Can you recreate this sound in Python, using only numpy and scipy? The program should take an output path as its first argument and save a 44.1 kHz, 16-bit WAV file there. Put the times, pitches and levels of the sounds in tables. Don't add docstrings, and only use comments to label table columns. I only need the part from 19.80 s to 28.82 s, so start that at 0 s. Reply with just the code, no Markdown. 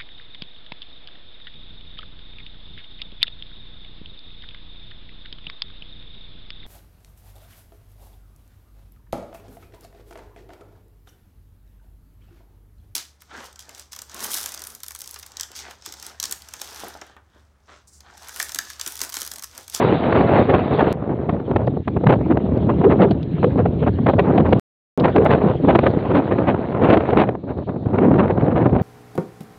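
import sys
import numpy as np
from scipy import signal
from scipy.fft import rfft, irfft, next_fast_len
from scipy.io import wavfile
from scipy.ndimage import uniform_filter1d

SR = 44100
rng = np.random.default_rng(int(sys.argv[2]) if len(sys.argv) > 2 else 0)


def attenuation_scalar(level_db):
    decades = np.asarray(level_db, float) / 20
    return 10 ** decades


def log_audio(samples):
    frames = np.atleast_2d(samples).T
    limited = np.clip(frames, -1, 1)
    pcm = np.round(limited * 32767).astype(np.int16)
    wavfile.write(sys.argv[1], SR, pcm)


N = 397782


def evened(x):
    return x / np.sqrt(np.mean(x ** 2) + 1e-20)


def read(points, hz):
    f, value = np.transpose(points)
    return np.interp(np.log(hz + 1), np.log(f + 1), value)


def coloured(x, points):
    size = 8192
    hz = abs(np.fft.fftfreq(size, 1 / SR))
    log_gain = np.log(attenuation_scalar(np.maximum(read(points, hz), -100)))
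    taps = np.fft.ifft(np.exp(np.conj(signal.hilbert(log_gain)))).real[:size // 2]
    return signal.oaconvolve(x, taps)[:N]


def band_db(x, lo, hi):
    z, hz = rfft(x), np.fft.rfftfreq(len(x), 1 / SR)
    inside = (hz > lo) & (hz < hi)
    return 10 * np.log10(2 * np.sum(abs(z[inside]) ** 2)) - 20 * np.log10(len(x))


def wander(t, lo_hz, hi_hz, slope):
    hz = np.fft.rfftfreq(len(t), t[1])
    shape = (hz + 1) ** -slope / (1 + (lo_hz / (hz + .01)) ** 2) / (1 + (hz / hi_hz) ** 2)
    return evened(irfft(rfft(rng.standard_normal(len(t))) * shape, len(t)))


def sheltered(t):
    return t < SPLICES[1][0]


# (middle time [s], level change [dB], length [ms])
LULLS = [(0.2, -3, 80), (0.66, -3, 60), (0.84, -1.5, 110), (1.04, 2, 39), (1.65, -5, 45),
         (2.045, -15.5, 43), (4.65, -6, 40), (5.33, -7, 35), (5.8, -7.5, 120), (6.88, -1.5, 160),
         (7.62, -8, 200), (7.725, -16, 17), (7.855, -17, 25), (17, -13.5, 25), (9.6, -2, 27),
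         (8.91, -6, 20), (8.0, -5.5, 160), (8.55, -5, 46), (3.7, 0.5, 36), (.345, -8.5, 15)]


def stall_db(t):
    return sum(depth_db * np.exp(-((t - at) * 2000 / ms) ** 2) for at, depth_db, ms in LULLS)


# (time [s], pressure level [dB], bright edge against the pressure [dB])
WIND = [(0.0, -16.5, -6.5), (1.126, -19.5, -9), (1.129, -27, -13.5), (1.7, -21, -18), (2.05, -24, -30.5),
        (2.401, -18, -26), (3.0, -16, -24.5), (3.25, -14, -19), (3.45, -24, -32.5), (3.8, -17.5, -22.5),
        (4.151, -21, -34), (4.55, -13, -21), (5.68, -17, -12.5), (5.85, -14.5, -17.5), (6.3, -23.5, -11),
        (7.349, -20.5, -9.5), (7.75, -26.5, -17), (8.3, -15.5, -15)]


def air(t):
    s, pressure_db, sharp_db = np.transpose(WIND)
    lull_dulls = 2.1
    stall = stall_db(t)
    edge_db = np.interp(t, s, pressure_db + sharp_db) + lull_dulls * stall
    return np.interp(t, s, pressure_db) + stall, edge_db


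# (middle time [s], bright level [dB])
SLAPS = [(0.278, -27), (0.328, -17), (0.411, -19), (.493, -21), (0.596, -25), (1.495, -21.5),
         (1.714, -24), (1.765, -17.5), (1.877, -24), (1.972, -35), (2.081, -20), (2.169, -24),
         (2.21, -39), (2.241, -26.5), (2.27, -13.5), (2.358, -29.5), (2.413, -31), (2.462, -33.5),
         (2.574, -21), (3.017, -24.5), (4.267, -17), (3.315, -29), (3.584, -34), (3.631, -21.5),
         (3.645, -17.5), (3.859, -24), (4.19, -29.5), (4.338, -22), (4.581, -14.5), (4.731, -12.5),
         (5.363, -14.5), (5.383, -17), (5.55, -16.5), (7.64, -42.5), (5.618, -24), (5.85, -25.5),
               (5.931, -26), (5.991, -15.5), (6.038, -21.5), (6.587, -22), (6.603, -27.5), (6.747, -27),
               (6.95, -25), (7.024, -25.5), (7.174, -14), (7.207, -21), (7.29, -22), (7.333, -20.5),
               (7.374, -14.5), (7.491, -22), (7.553, -31), (7.788, -37.5), (7.964, -35.5), (8.062, -36.5),
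               (8.187, -20.5), (8.341, -23.5), (8.577, -28.5), (8.683, -26), (8.859, -22), (8.964, -23)]
# (middle time [s], bright level [dB], length [ms])
ROLLS = [(.055, -30.5, 43), (.125, -29.5, 50), (.361, -15.5, 34), (.417, -23, 58),
         (.559, -19.5, 110), (.702, -17, 27), (.747, -15.5, 27), (.924, -23.5, 26),
         (1.004, -16.5, 33), (1.076, -22, 22), (1.197, -38, 25), (1.301, -33, 48), (1.54, -36, 30),
         (1.81, -35.5, 54), (2.299, -15.5, 23), (2.513, -21, 23), (2.763, -34, 33), (2.9, -21, 25),
         (3.046, -19, 20), (3.116, -17.5, 32), (3.222, -16.5, 46), (3.794, -24.5, 35),
         (4.032, -27, 21), (4.076, -19.5, 24), (4.291, -17, 27), (4.395, -14.5, 20), (4.5, -26, 110),
         (4.605, -20, 18), (4.662, -22.5, 25), (2.328, -17, 26),
         (5.193, -45, 32), (5.25, -14.5, 25), (5.286, -21, 25), (5.424, -26.5, 22), (5.462, -15, 18),
               (5.518, -15, 44), (5.676, -28.5, 46), (5.898, -15.5, 34), (5.956, -11, 16),
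               (6.068, -14.5, 21), (6.171, -32, 19), (6.31, -23.5, 26), (6.367, -18.5, 50),
               (6.522, -19.5, 21), (6.626, -28.5, 39), (6.69, -17, 32), (6.968, -27.5, 19),
               (7.053, -20, 66), (7.103, -15, 24), (7.137, -14, 30), (7.4, -14.5, 50), (7.699, -32, 42),
               (7.893, -31.5, 25), (8.143, -28, 20), (8.24, -24, 48), (8.395, -17, 27), (8.437, -24, 32),
               (8.504, -21.5, 21), (8.774, -23, 36), (8.814, -24, 26)]


def strong_eddies():
    slap_ms = 12.2
    slaps = [(*row, slap_ms) for row in SLAPS]
    s, bright_db, ms = np.transpose(slaps + ROLLS)
    thud_db, thud_follows = -1, 0.42
    return np.transpose([s, bright_db, thud_db + (thud_follows - 1) * bright_db, ms])


def eddies(t, narrow=0.55, blur_ms=4.5):
    low, bright = np.zeros((2, len(t)))
    for s, bright_db, low_db, ms in strong_eddies():
        at = max(round(s / t[1]) - 200, 0)
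        near = slice(at, at + 400)
        span = t[near] - s
        span = span * np.where(span < 0, 1.15, .9)
        bright_ms = narrow * max(ms - blur_ms, 2)
        bright[near] += attenuation_scalar(2 * (bright_db - 0.14)) * np.exp(-abs(span * 1000 / bright_ms) ** 2.8)
        low[near] += attenuation_scalar(2 * (bright_db + low_db - 7.0)) * np.exp(-abs(span * 1000 / (0.54 * ms)) ** 2)
    return low, bright


# (frequency [Hz], level [dB per Hz])
BUFFET = [(15, -58), (25, -50), (72, -4.5), (117, 0), (410, -1.5), (712, -6.5), (2610, -33), (3720, -45.5),
          (4840, -58), (6290, -83.5), (10600, -120)]
# (frequency [Hz], share [1])
FOLLOW = [(60, -0.3), (150, -0.16), (300, 0.019), (600, 0.6), (1200, 0.92), (2500, 1.764), (5000, 2)]


def buffeting(per_s=2500, spread_db=2.0, smooth=0.56):
    kicks = (rng.random(N) < per_s / SR) * attenuation_scalar(spread_db * np.minimum(rng.exponential(1, N), 4))
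    drive = evened(kicks * rng.standard_normal(N)) + smooth * rng.standard_normal(N)
    s, _, _, ms = strong_eddies().T
    core = np.round(s * SR).astype(int)
    firm = np.where(sheltered(s), 40, 160)
    drive[core] += firm / ms * rng.choice([-1, 1], len(s))
    drive = coloured(drive, BUFFET)

    step = 16
    t = np.arange(next_fast_len(N // step + 2)) * step / SR
    pressure_db, edge_db = air(t)
    flutter = wander(t, lo_hz=3.7, hi_hz=90, slope=0.13)
    lumps = wander(t, lo_hz=20, hi_hz=60, slope=0.26)
    flutter_db = np.where(sheltered(t), 1.6, 2.8)
    low, bright = eddies(t)
    low = low + attenuation_scalar(2 * (pressure_db - 3 + 0.52 * flutter + 2.56 * lumps))
    bright = bright + attenuation_scalar(2 * (edge_db + flutter_db * flutter))
    low_db = 10 * np.log10(low) - band_db(drive, 60, 350)
    bright_db = 10 * np.log10(bright) - band_db(drive, 700, 3000)

    size = next_fast_len(N)
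    z = rfft(drive, size)
    lowest_hz, count = 60, 13
    place = 2 * np.log2(np.fft.rfftfreq(size, 1 / SR) / lowest_hz + 1e-9)
    out = np.zeros(N)
    for k in range(count):
        weight = np.maximum(1 - abs(np.clip(place, 0, count - 1) - k), 0)
        band = irfft(z * weight, size)[:N]
        share = read(FOLLOW, lowest_hz * 2 ** (k / 2))
        patch_db = 1.5 * wander(t, lo_hz=1.7, hi_hz=50, slope=0.5)
        gain = attenuation_scalar(low_db + share * (bright_db - low_db) + patch_db)
        out += band * np.interp(np.arange(N) / step, np.arange(len(t)), gain)
    return out


# (time [s], level [dB])
HISS = [(0.0, -37.5), (0.33, -46), (1.12, -45.5), (1.126, -63), (1.8, -61.5), (2.4, -56.5), (4.6, -54.5),
        (6.3, -51), (6.88, -58.5), (7.3, -51.5), (7.53, -67.5), (8.66, -63)]
# (frequency [Hz], level [dB per Hz])
FIELD = [(710, -29.5), (1200, -12.5), (1770, -11.5), (3830, -16.5), (4840, -27), (6290, -70), (10600, -120)]


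def field_hiss():
    hz, t, z = signal.stft(coloured(rng.standard_normal(N), FIELD), SR, nperseg=512)
    patches = uniform_filter1d(rng.standard_normal(z.T.shape), 7, 0)
    patches = evened(uniform_filter1d(patches, 8, 1)).T
    s, level_db = np.transpose(HISS)
    patchy_db = 1.6 * wander(t, lo_hz=0.97, hi_hz=30, slope=0.65) + 3 * patches
    heard = (hz > 2800) & (hz < 4500)
    z = z / np.sqrt(np.mean(np.sum(2 * abs(z[heard]) ** 2, 0)))
    gain = attenuation_scalar(np.interp(t, s, level_db) + 0.15 * stall_db(t) + patchy_db)
    return signal.istft(z * gain, SR, nperseg=512)[1][:N]


# (middle time [s], pitch [Hz], level [dB], length [ms])
MOANS = [(0.269, 218.3, -21, 49), (0.361, 380, -15, 68), (0.703, 433.5, -20.5, 40), (2.279, 157, -7, 33),
         (2.509, 304, -8, 28), (2.764, 142.8, -28, 19), (2.818, 176, -16, 25), (3, 202.6, -16, 34),
         (3.064, 428.7, -4.5, 40), (3.13, 389.2, -12.5, 45.0), (3.211, 216, -9, 66),
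         (3.312, 209.8, -14, 30), (3.502, 148.3, -20.5, 30), (3.55, 148.7, -17, 30),
         (3.25, 399.4, -15.5, 84), (3.665, 452, -15, 45), (8.225, 403.5, -17, 75), (3.83, 143.5, -11.5, 26),
         (3.958, 168.7, -23.5, 89), (4.034, 154.8, -14, 34), (4.744, 210.8, -16.5, 31),
         (5.213, 200.6, -12.5, 45.0), (5.393, 383.2, -9, 77), (5.672, 184.5, -16, 35),
         (5.852, 251, -12.5, 41), (6.368, 279.5, -14.5, 82), (8.282, 264.6, -12.5, 135),
         (8.746, 210.5, -20.5, 50), (8.935, 150.5, -19, 31)]


def moan(wobble=0.13):
    out, t = np.zeros(N), np.arange(-4000, 4000) / SR
    for s, hz, level_db, ms in MOANS:
        drift = evened(uniform_filter1d(rng.standard_normal(len(t)), 400))
        turns = np.cumsum(hz * (1 + wobble * drift)) / SR + rng.random()
        tone = np.sin(2 * np.pi * turns) * np.exp(-(t * 1000 / (0.51 * ms)) ** 2)
        part = out[round((s + t[0]) * SR):][:len(t)]
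        part += attenuation_scalar(level_db + 2) * tone[:len(part)]
    return out


# (time [s], peak level [dB], length [ms])
SNAPS = [
    (1.7605, -35.5, 3),
    (1.869, -40.5, 3),
    (2.7744, -39.5, 2.8),
    (3.309, -30, 5.6),
    (3.4288, -37, 3.6),
    (5.1978, -29.5, 4.8),
    (5.361, -30.5, 3),
    (7.7736, -53, 7),
]


def snaps():
    t, out = np.arange(1500) / SR, np.zeros(N + 1500)
    band = signal.butter(2, [2600, 4800], "bandpass", fs=SR, output="sos")
    for s, peak_db, ms in SNAPS:
        spray = signal.sosfilt(band, rng.standard_normal(len(t)) ** 3)
        shape = np.minimum(t / 0.00089, 1) * np.exp(-t * 1000 / ms)
        out[round(s * SR):][:len(t)] += attenuation_scalar(peak_db + 2.5) * evened(spray) * shape
    return out[:N]


def far_rustle(from_s=7.52, level_db=-66, lo_hz=3500, hi_hz=4500):
    band = signal.butter(2, [lo_hz, hi_hz], "bandpass", fs=SR, output="sos")
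    t = np.arange(N) / SR
    shimmer_db = 2.1 * evened(uniform_filter1d(rng.standard_normal(N), 2500))
    rustle = evened(signal.sosfilt(band, rng.standard_normal(N)))
    return rustle * attenuation_scalar(level_db + shimmer_db) * np.clip((t - from_s) / .1, 0, 1)


def scene():
    return (buffeting() + moan() + field_hiss() + snaps() + far_rustle())[None]


# (frequency [Hz], level [dB])
CUT = [(20, -11.5), (45, -2.5), (70, 0.18), (4000, -1.14), (5000, -11), (5600, -15.5), (7500, -14),
       (8500, -30.5), (16000, -35.5)]


def wind_filter(x):
    return coloured(.95 * np.tanh(x / .95), CUT)


# (frequency [Hz], level [dB])
GRIT = [(4000, -8.5), (5500, 1.4), (7400, -2.5), (8000, -12), (15000, -10.5)]


def high_noise(x, t, level_db=-77.5):
    edge = np.diff(x, 2, prepend=[0, 0])
    running = np.sqrt(abs(uniform_filter1d(edge ** 2, 300)))
    slow = evened(np.sqrt(abs(uniform_filter1d(x ** 2, 12000))))
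    steady = np.where(sheltered(t), .45, .75) * slow ** .6
    swelling = np.where(sheltered(t), .2, .55) * evened(running) ** 1.1
    return attenuation_scalar(level_db) * evened(coloured(rng.standard_normal(N), GRIT)) * (steady + swelling)


# (time [s], pressure [full scale], side [1 = just after, -1 = just before])
SPLICES = [
    (0, .08, 1),
    (1.12732, -.2, -1),
    (4.79665, -.09, -1),
    (5.17572, -.085, 1),
    (5.44905, -.06, 1),
    (9.02, -.045, -1),
]


def splice(x, t):
    for s, pressure, side in SPLICES:
        near = np.exp(-abs(t - s) / .0005)
        x = x * (1 - near) + pressure * near * (side * (t - s) >= 0)
    return x


# (start [s], end [s])
MUTE = (4.79665, 5.17572)


def mute(x, t):
    return x * ((t < MUTE[0]) | (t >= MUTE[1]))


def low_pass(x):
    return signal.sosfilt(signal.butter(12, 15480, fs=SR, output="sos"), x)


def record(dry):
    t = np.arange(N) / SR
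    x = wind_filter(dry[0])
    x = x + high_noise(x, t)
    x = mute(splice(x, t), t)
    return low_pass(x[None])


dry = scene()
out = record(dry)
log_audio(out)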